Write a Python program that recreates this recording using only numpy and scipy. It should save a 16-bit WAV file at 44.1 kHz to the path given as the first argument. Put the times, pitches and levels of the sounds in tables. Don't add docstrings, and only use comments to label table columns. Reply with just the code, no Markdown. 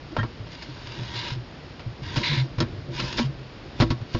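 import sys
import numpy as np
from scipy import signal
from scipy.fft import rfft, irfft, next_fast_len
from scipy.io import wavfile
from scipy.ndimage import uniform_filter1d, map_coordinates

SR = 44100
rng = np.random.default_rng(int(sys.argv[2]) if len(sys.argv) > 2 else 0)


def log_audio(samples):
    frames = np.atleast_2d(samples).T
    limited = np.clip(frames, -1, 1)
    pcm = np.round(limited * 32767).astype(np.int16)
    wavfile.write(sys.argv[1], SR, pcm)


N = 184982

# [f/Hz, relative density/dB]
ROOM_SPECTRUM = [(12, -48.5), (20, -20.5), (38, 6.5), (143, 5.5), (181, -1.5), (276, 0), (333, -1.5),
                 (1020, -11.5), (1230, -12.5), (5400, -21.5), (7020, -55), (11900, -120)]
ROOM_DB = -41
TOP_HZ = 7860

# [t/s, rumble level/dB]
BODY_WEIGHT = [(0, -47), (.2, -40.5), (.33, -49), (.49, -42.5), (.61, -48.5), (.83, -47.5), (1.01, -37.5),
               (1.3, -41), (1.68, -47), (1.84, -46), (2.02, -42.5), (2.1, -37.5), (2.29, -36),
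               (2.55, -45.5), (2.68, -39.5), (3.01, -37), (3.3, -37), (3.56, -53.5), (3.78, -44.5),
               (4.04, -40.5), (4.19, -48)]
# [f/Hz, width/Hz, relative level/dB]
BOX_MODES = [(53.7, 24, -6.5), (140.3, 45, -4.5), (231.4, 12, 0.5), (252.7, 27, -7.5), (333.7, 7.1, -5),
             (503, 19, -11), (599.3, 20, -13.5), (765, 6.6, -26), (964, 29, -13), (1101, 21, -12),
             (1343, 33, -16.5), (1585, 24, -18), (1753, 17, -29.5)]
# [f/Hz, width/Hz, relative level/dB]
PANEL_MODES = [(228.5, 82, -5), (343, 40, 1), (496, 27, -10), (585, 29, -6)]
RUB_WEIGHT_DB, RUB_STROKE_DB = -8.5, -12.5
JOLT_FLOOR_DB, JOLT_RUB_DB, JOLT_T60_S = -13.5, -23.5, 0.13

# [t/s, level/dB, f/Hz, hold/s]
BOX_KNOCKS = [(0.115, -29, 324, 0.014), (0.188, -28, 202, 0.013), (0.231, -32.5, 332.4, 0.018),
              (0.552, -37, 266, 0.011), (0.679, -35.5, 305, 0.02), (1.363, -34, 341.5, 0.017),
              (2.052, -36, 306, 0.016), (2.165, -23.5, 299, 0.012), (2.209, -29, 350, 0.02),
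              (2.33, -28.5, 341, 0.013), (2.444, -31, 324.5, 0.012), (2.609, -20, 349.6, 0.018),
              (3.193, -21.5, 239.7, 0.032), (3.649, -38, 363, 0.015), (3.803, -20, 201, 0.0089),
              (3.813, -10, 253, 0.018), (3.835, -18.5, 335, 0.014), (3.905, -16, 259, 0.0073),
              (3.919, -24.5, 329, 0.011), (4.15, -24.5, 339, 0.01)]
KNOCK_SWELL_S, KNOCK_T60_S = 0.0064, 0.061

# [t/s, relative level/dB, tilt/dB per octave, hold/s, t60/s, relative box ring level/dB]
CHIP_CRUNCHES = [(0.119, -39, -2, .007, .077, 2), (0.166, -14, -9.5, 0.0052, 0.089, -5.5),
                 (0.186, -22.5, -8.5, 0.0044, 0.23, -6.5), (0.23, -18, -11, 0.0046, .08, -4.5),
                 (0.467, -31.5, -7, .007, 0.05, -4.5), (0.518, -34, 0, .016, .092, -15),
                 (0.622, -25, -1, 0.0068, .09, -10.5), (1.159, -22.5, -.5, .007, 0.087, -12),
                 (1.794, -26.5, -6, 0.0071, 0.11, -11.5), (2.159, -14.5, -1, 0.021, 0.076, -7.5),
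                 (2.315, -28, -9.5, 0.0023, 0.12, 4.5), (2.583, -21.5, -5, .011, 0.031, -2),
                 (2.603, -13.5, 2, 0.0049, 0.028, 1), (2.61, -17.5, -4, 0.016, 0.045, -4),
                 (2.628, -24, -7, 0.0053, .089, 0), (2.995, -12.5, -2, .0063, 0.054, -6.5),
                 (3.037, -24, -3, 0.0056, .046, -3), (3.125, -18, 1.5, 0.0066, .02, -16),
                 (3.168, -22.5, 3, .013, .055, -10), (3.18, -12, -0.5, 0.017, 0.072, -6.5),
                 (3.193, -14, -15.5, .0033, 0.018, -2), (3.249, -30.5, 0, .014, 0.049, -10),
                 (3.801, -6.5, -2, 0.0099, 0.068, 2.5), (3.813, -17.5, -10, .0046, 0.021, -13),
                 (3.819, -8, -7, .01, 0.05, -4.5), (3.835, -24, -2, .005, 0.071, -6),
                 (3.904, -14.5, -2, .0043, 0.078, -2.5), (4.014, -38.5, -2, .007, 0.053, 2.5),
                 (4.147, -17.5, -6, 0.0068, .05, -0.5)]
RING_TILT_DB = 1.17
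SOFT_RISE_S, SOFT_AT_DB = 0.0035, -34

# [t/s, length/s, f/Hz, level/dB]
SQUEAK_PARTIALS = [(0.178, 0.027, 1040, -31.5), (0.185, 0.018, 1375, -29.5), (0.183, 0.035, 1630, -32.5),
                   (0.188, 0.02, 1840, -28.5), (0.2054, 0.019, 1860, -32.5), (0.174, 0.052, 3180, -40.5),
                   (0.183, 0.0225, 6500, -47)]

# [t/s, level/dB, f/Hz, hold/s, t60/s, direction (1 in, -1 out)]
FLOOR_PUSHES = [(0.184, -14, 111.3, 0.0067, 0.071, -1), (0.204, -21, 115.7, .019, 0.23, -1),
                (0.227, -27.5, 122, 0.0035, 0.053, 1), (0.401, -25, 107.6, 0.016, 0.11, 1),
                (0.686, -31.5, 129.6, 0.022, .2, 1), (0.869, -35, 119, 0.05, 0.15, 1),
                (0.994, -24, 117, 0.0042, 0.28, -1), (1.133, -29.5, 116.3, 0.08, .078, 1),
                (1.318, -22, 123.5, 0.0083, 0.2, -1), (1.36, -24, 120, .02, .19, 1),
                (1.863, -21, 116.6, .011, .18, 1), (2.019, -29.5, 127.4, 0.013, 0.15, 1),
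                (2.06, -27.5, 90.4, .02, 0.14, -1), (2.17, -13.5, 126.6, .013, 0.068, 1),
                (2.293, -20, 144.4, 0.026, 0.35, 1), (2.37, -15, 130.9, .058, 0.14, 1),
                (2.582, -16.5, 105, 0.011, 0.047, 1), (2.623, -20.5, 103.3, .0053, 0.14, 1),
                (2.706, -28, 97.7, 0.012, 0.43, 1), (2.78, -26.5, 125, 0.0098, 0.11, 1),
                (2.888, -25, 129, .009, 0.27, 1), (2.954, -26, 136, .007, 0.24, 1),
                (3.006, -29, 127.7, 0.083, 0.14, 1), (3.176, -33.5, 117.2, 0.022, 0.5, 1),
                (3.237, -21.5, 134.2, 0.059, 0.11, 1), (3.378, -32, 130.2, .015, 0.57, 1),
                (3.802, -1, 116.7, 0.0028, 0.054, -1), (3.836, -17, 116, .004, 0.19, 1),
                (3.904, -14, 108.4, 0.0052, .04, -1), (3.922, -15.5, 121, 0.0023, 0.16, 1),
                (4.007, -24, 112, 0.018, 0.047, 1), (4.147, -12, 109, 0.0017, .08, 1)]
SWELL_S, SWELL_SHARE = 0.002, 0.14

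# [tilt/dB per octave, wall hum against scrape/dB, rows of (t/s, scrape level/dB)]
BODY_STROKES = [(1.74, -10, [(.44, -61.5), (.53, -44.5), (.75, -47), (.88, -40.5), (1.1, -39),
                (1.16, -33.5), (1.29, -33.5), (1.33, -36.5), (1.39, -60)]), (2.3, -9, [(2.02, -47.5),
                (2.06, -40), (2.15, -35.5), (2.225, -34.5), (2.24, -31), (2.28, -28), (2.31, -30.5),
                (2.4, -34), (2.43, -42), (2.49, -58)]), (4, -8.5, [(2.9, -60), (2.935, -41), (2.98, -34),
                (3.07, -35.5), (3.16, -36.5), (3.22, -35), (3.28, -58)]), (3.7, -10, [(3.75, -59),
                (3.795, -41.5), (3.87, -47), (3.96, -66.5)]), (3.5, -27, [(4.05, -62), (4.14, -43),
                (4.19, -46)])]
STILL_DB = -90
# [f/Hz, relative density/dB]
CHIP_SPECTRUM = [(200, -23.5), (700, -15), (1500, 3.5), (3500, -2), (5200, -4)]
# [f/Hz, width/Hz, relative level/dB]
WALL_MODES = [(1580, 35, -12), (2192, 19, 1), (2194, 4.9, 3.5), (2370, 25, -18), (2845, 13, 2),
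              (3330, 30, -9), (3357, 62, -8.5), (3600, 49, 1.5), (3876, 61, -8.5), (4400, 50, -21.5),
              (4390, 39, -13), (4830, 120, 0), (4880, 15, -10)]
# [f/Hz, width/Hz, relative level/dB]
WALL_HUM_MODES = [(956, 43, 1.5), (1055, 20, -5.5)]

# [t/s, length before release/s, starting level/dB]
COIL_CORNER_RUBS = [(1.149, .17, -37.5), (2.227, 0.186, -26.5), (2.972, 0.064, -38)]
# [f/Hz, width/Hz, relative level/dB]
CORNER_MODES = [(2130, 260, 0.5), (4060, 340, -2)]
CORNER_ATTACK_S, CORNER_SAG_DB_PER_S, CORNER_RELEASE_S = 0.008, 52.5, 0.03

# [f/Hz, gain/dB]
OUTPUT_TONE = [(20, -2), (60, -3.5), (5000, 2), (5600, -2.5), (6000, -12), (6500, -9), (7200, -18),
               (7500, -32.5), (7800, -44.5)]
CLIP_TOP = 0.37


def amp(db):
    return 10 ** (np.asarray(db) / 20)


def unit(x):
    return x / np.sqrt(np.mean(x ** 2) + 1e-20)


def along(points, hz):
    f, v = np.transpose(points)
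    return np.interp(np.log(hz + 1), np.log(f + 1), v)


def curves(rows):
    s, *columns = np.transpose(rows)
    return [np.interp(np.arange(N) / SR, s, column) for column in columns]


def filtered(x, response):
    size = next_fast_len(x.shape[-1] + 8192)
    spectrum = rfft(x, size) * response(np.fft.rfftfreq(size, 1 / SR))
    return irfft(spectrum, size)[..., :x.shape[-1]]


def modes(table, f):
    total = 0
    for k, (centre, width, db) in enumerate(table):
        damping = 1j * f * width
        total = total + (-1) ** k * amp(db) * damping / (centre * centre - f * f + damping)
    return total


def wobble(rate):
    knots = rng.standard_normal(int(N * rate / SR) + 4)
    return map_coordinates(knots, [np.arange(N) * rate / SR])


def tilted(x, tilt_db, pivot_hz=2500):
    hz, t, z = signal.stft(x, SR, nperseg=256)
    slope = tilt_db[np.minimum((t * SR).astype(int), len(x) - 1)]
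    octaves = np.log2((hz[:, None] + 300) / pivot_hz)
    return signal.istft(z * amp(octaves * slope), SR, nperseg=256)[1][:len(x)]


def patches(x, patchy_db):
    z = signal.stft(x, nperseg=1024)[2]
    field = uniform_filter1d(rng.standard_normal(z.shape), size=2, axis=0)
    field = uniform_filter1d(field, size=8, axis=1)
    return signal.istft(z * amp(patchy_db * unit(field)), nperseg=1024)[1][:len(x)]


def strokes():
    t = np.arange(N) / SR
    out = np.zeros((3, N)) + [[STILL_DB], [0], [0]]
    for tilt_db, hum_db, rows in BODY_STROKES:
        on = (t >= rows[0][0]) & (t <= rows[-1][0] + .01)
        out[0, on] = curves(rows)[0][on]
        out[1, on] = tilt_db
        out[2, on] = hum_db
    return out


def jolts():
    t = np.arange(N) / SR
    total = np.zeros(N)
    for s, db, _, held, _, ring_db in CHIP_CRUNCHES:
        fall_db = 60 * np.maximum(t - s - held, 0) / JOLT_T60_S
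        total += (t > s) * amp(db + ring_db - fall_db)
    return total


def room():
    colour = lambda f: amp(along(ROOM_SPECTRUM[:-2], f)) * (f < TOP_HZ)
    tone = unit(filtered(rng.standard_normal(N), colour))
    return amp(ROOM_DB + 0.64 * wobble(6.46)) * tone


def shaken(part):
    force = rng.standard_normal(N) * amp(3.1 * wobble(25.03))
    return unit(filtered(force, lambda f: modes(part, f) / (1 + 1j * f / 600)))


def rumble():
    weight, jolt = amp(curves(BODY_WEIGHT)[0]), jolts()
    floor = (weight + amp(JOLT_FLOOR_DB) * jolt) * shaken(BOX_MODES[:2])
    rub = amp(RUB_WEIGHT_DB) * weight + amp(RUB_STROKE_DB + strokes()[0]) + amp(JOLT_RUB_DB) * jolt
    panels = rub * amp(2.5 * wobble(12)) * shaken(PANEL_MODES)
    return floor + panels


def knocks():
    out, t = np.zeros(N + SR), np.arange(SR // 4) / SR
    for s, db, hz, held in BOX_KNOCKS:
        swell = 1 - np.exp(-t / KNOCK_SWELL_S)
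        shape = swell * amp(db - 60 * np.maximum(t - held, 0) / KNOCK_T60_S)
        out[round(s * SR):][:len(t)] += shape * np.sin(2 * np.pi * (hz * t + rng.random()))
    return out[:N] * amp(0.75 * wobble(60))


def crunches():
    chips, t, scrape_db = np.zeros(N + SR), np.arange(SR // 4) / SR, strokes()[0]
    ringing = [(c, w, db + RING_TILT_DB * np.log2(c / 500)) for c, w, db in BOX_MODES[2:]]
    wood = lambda f: modes(ringing, f)
    for s, db, tilt_db, held, t60, ring_db in CHIP_CRUNCHES:
        softness = min(amp(2 * (scrape_db[round(s * SR)] - SOFT_AT_DB)), 1)
        onset = 1 - np.exp(-t / (.0003 + SOFT_RISE_S * softness))
        rattle = amp(-60 * np.maximum(t - held, 0) / t60)
        snap = 0.95 * np.exp(-t / 0.0011)
        shape = onset * (rattle + snap)
        clumps = amp(1.6 * np.repeat(rng.standard_normal(len(t) // 30 + 1), 30)[:len(t)])
        contacts = rng.standard_normal(len(t)) * clumps
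        contacts *= np.sqrt(np.sum(shape ** 2) / np.sum((shape * contacts) ** 2))
        colour = lambda f: amp(tilt_db * np.log2((f + 300) / 2000)) * f ** 2 / (f ** 2 + 450 ** 2)
        tap = 3.64 * np.exp(-t / 0.00011)
        blow = 0.61 * shape * contacts + tap
        clump = amp(-7.0) * shape * filtered(contacts, colour)
        ring = amp(ring_db + 20.5) * filtered(blow, wood)
        chips[round(s * SR):][:len(t)] += amp(db) * (clump + ring)
    return chips[:N]


def squeak():
    t, out = np.arange(N) / SR, np.zeros(N)
    for s, length, hz, db in SQUEAK_PARTIALS:
        arch = np.sin(np.pi * np.clip((t - s) / length, 0, 1)) ** 0.77
        level = amp(db + 1.3 * wobble(84.0))
        out += arch * level * np.sin(2 * np.pi * hz * t + 0.74 * wobble(116))
    return out


def pushes():
    out, t = np.zeros(N + SR), np.arange(SR // 2) / SR
    for s, db, hz, held, t60, direction in FLOOR_PUSHES:
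        swell = SWELL_S + SWELL_SHARE * held
        rise = np.sin(np.pi / 2 * np.clip(t / swell, 0, 1))
        floor = amp(-60 * np.maximum(t - SWELL_S - held, 0) / t60) * np.sin(2 * np.pi * hz * t)
        lowest = amp(-14.5 - 60 * t / 0.31) * np.sin(2 * np.pi * BOX_MODES[0][0] * t)
        out[round(s * SR):][:len(t)] += np.sign(direction) * amp(db) * rise * (floor + lowest)
    return out[:N]


def drag():
    scrape_db, tilt_db, hum_db = strokes()
    ticks = (rng.random(N) < 150 / SR) * rng.standard_normal(N) * amp(20.5)
    rubbing = rng.standard_normal(N) * amp(1.4 * wobble(400) + 0.89 * wobble(40.2))
    grains = rubbing + ticks
    colour = lambda f: amp(along(CHIP_SPECTRUM, f)) * (0.4 + modes(WALL_MODES, f))
    hiss = unit(patches(filtered(grains, colour), patchy_db=3.0))
    hum = unit(filtered(grains, lambda f: modes(WALL_HUM_MODES, f)))
    return amp(scrape_db) * (tilted(hiss, tilt_db) + amp(hum_db) * hum)


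def corner():
    t, level = np.arange(N) / SR, np.zeros(N)
    ramp = lambda u: np.clip(u, 0, 1) ** 2
    for s, length, db in COIL_CORNER_RUBS:
        sag = amp(db - CORNER_SAG_DB_PER_S * np.maximum(t - s, 0))
        attack = ramp((t - s) / CORNER_ATTACK_S)
        release = ramp(1 - (t - s - length) / CORNER_RELEASE_S)
        level += sag * attack * release
    grains = rng.standard_normal(N) * amp(0.53 * wobble(300))
    colour = lambda f: modes(CORNER_MODES, f) * (0.34 + modes(WALL_MODES, f))
    return level * unit(filtered(grains, colour))


def scene():
    background = room() + rumble()
    blows = knocks() + crunches() + squeak() + pushes()
    scraping = drag() + corner()
    return (background + blows + scraping)[None]


def record(dry):
    clipped = dry / (1 + np.abs(dry / CLIP_TOP) ** 5) ** (1 / 5)
    toned = filtered(clipped, lambda f: amp(along(OUTPUT_TONE, f)))
    return filtered(toned, lambda f: f < TOP_HZ)


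dry = scene()
out = record(dry)
log_audio(out)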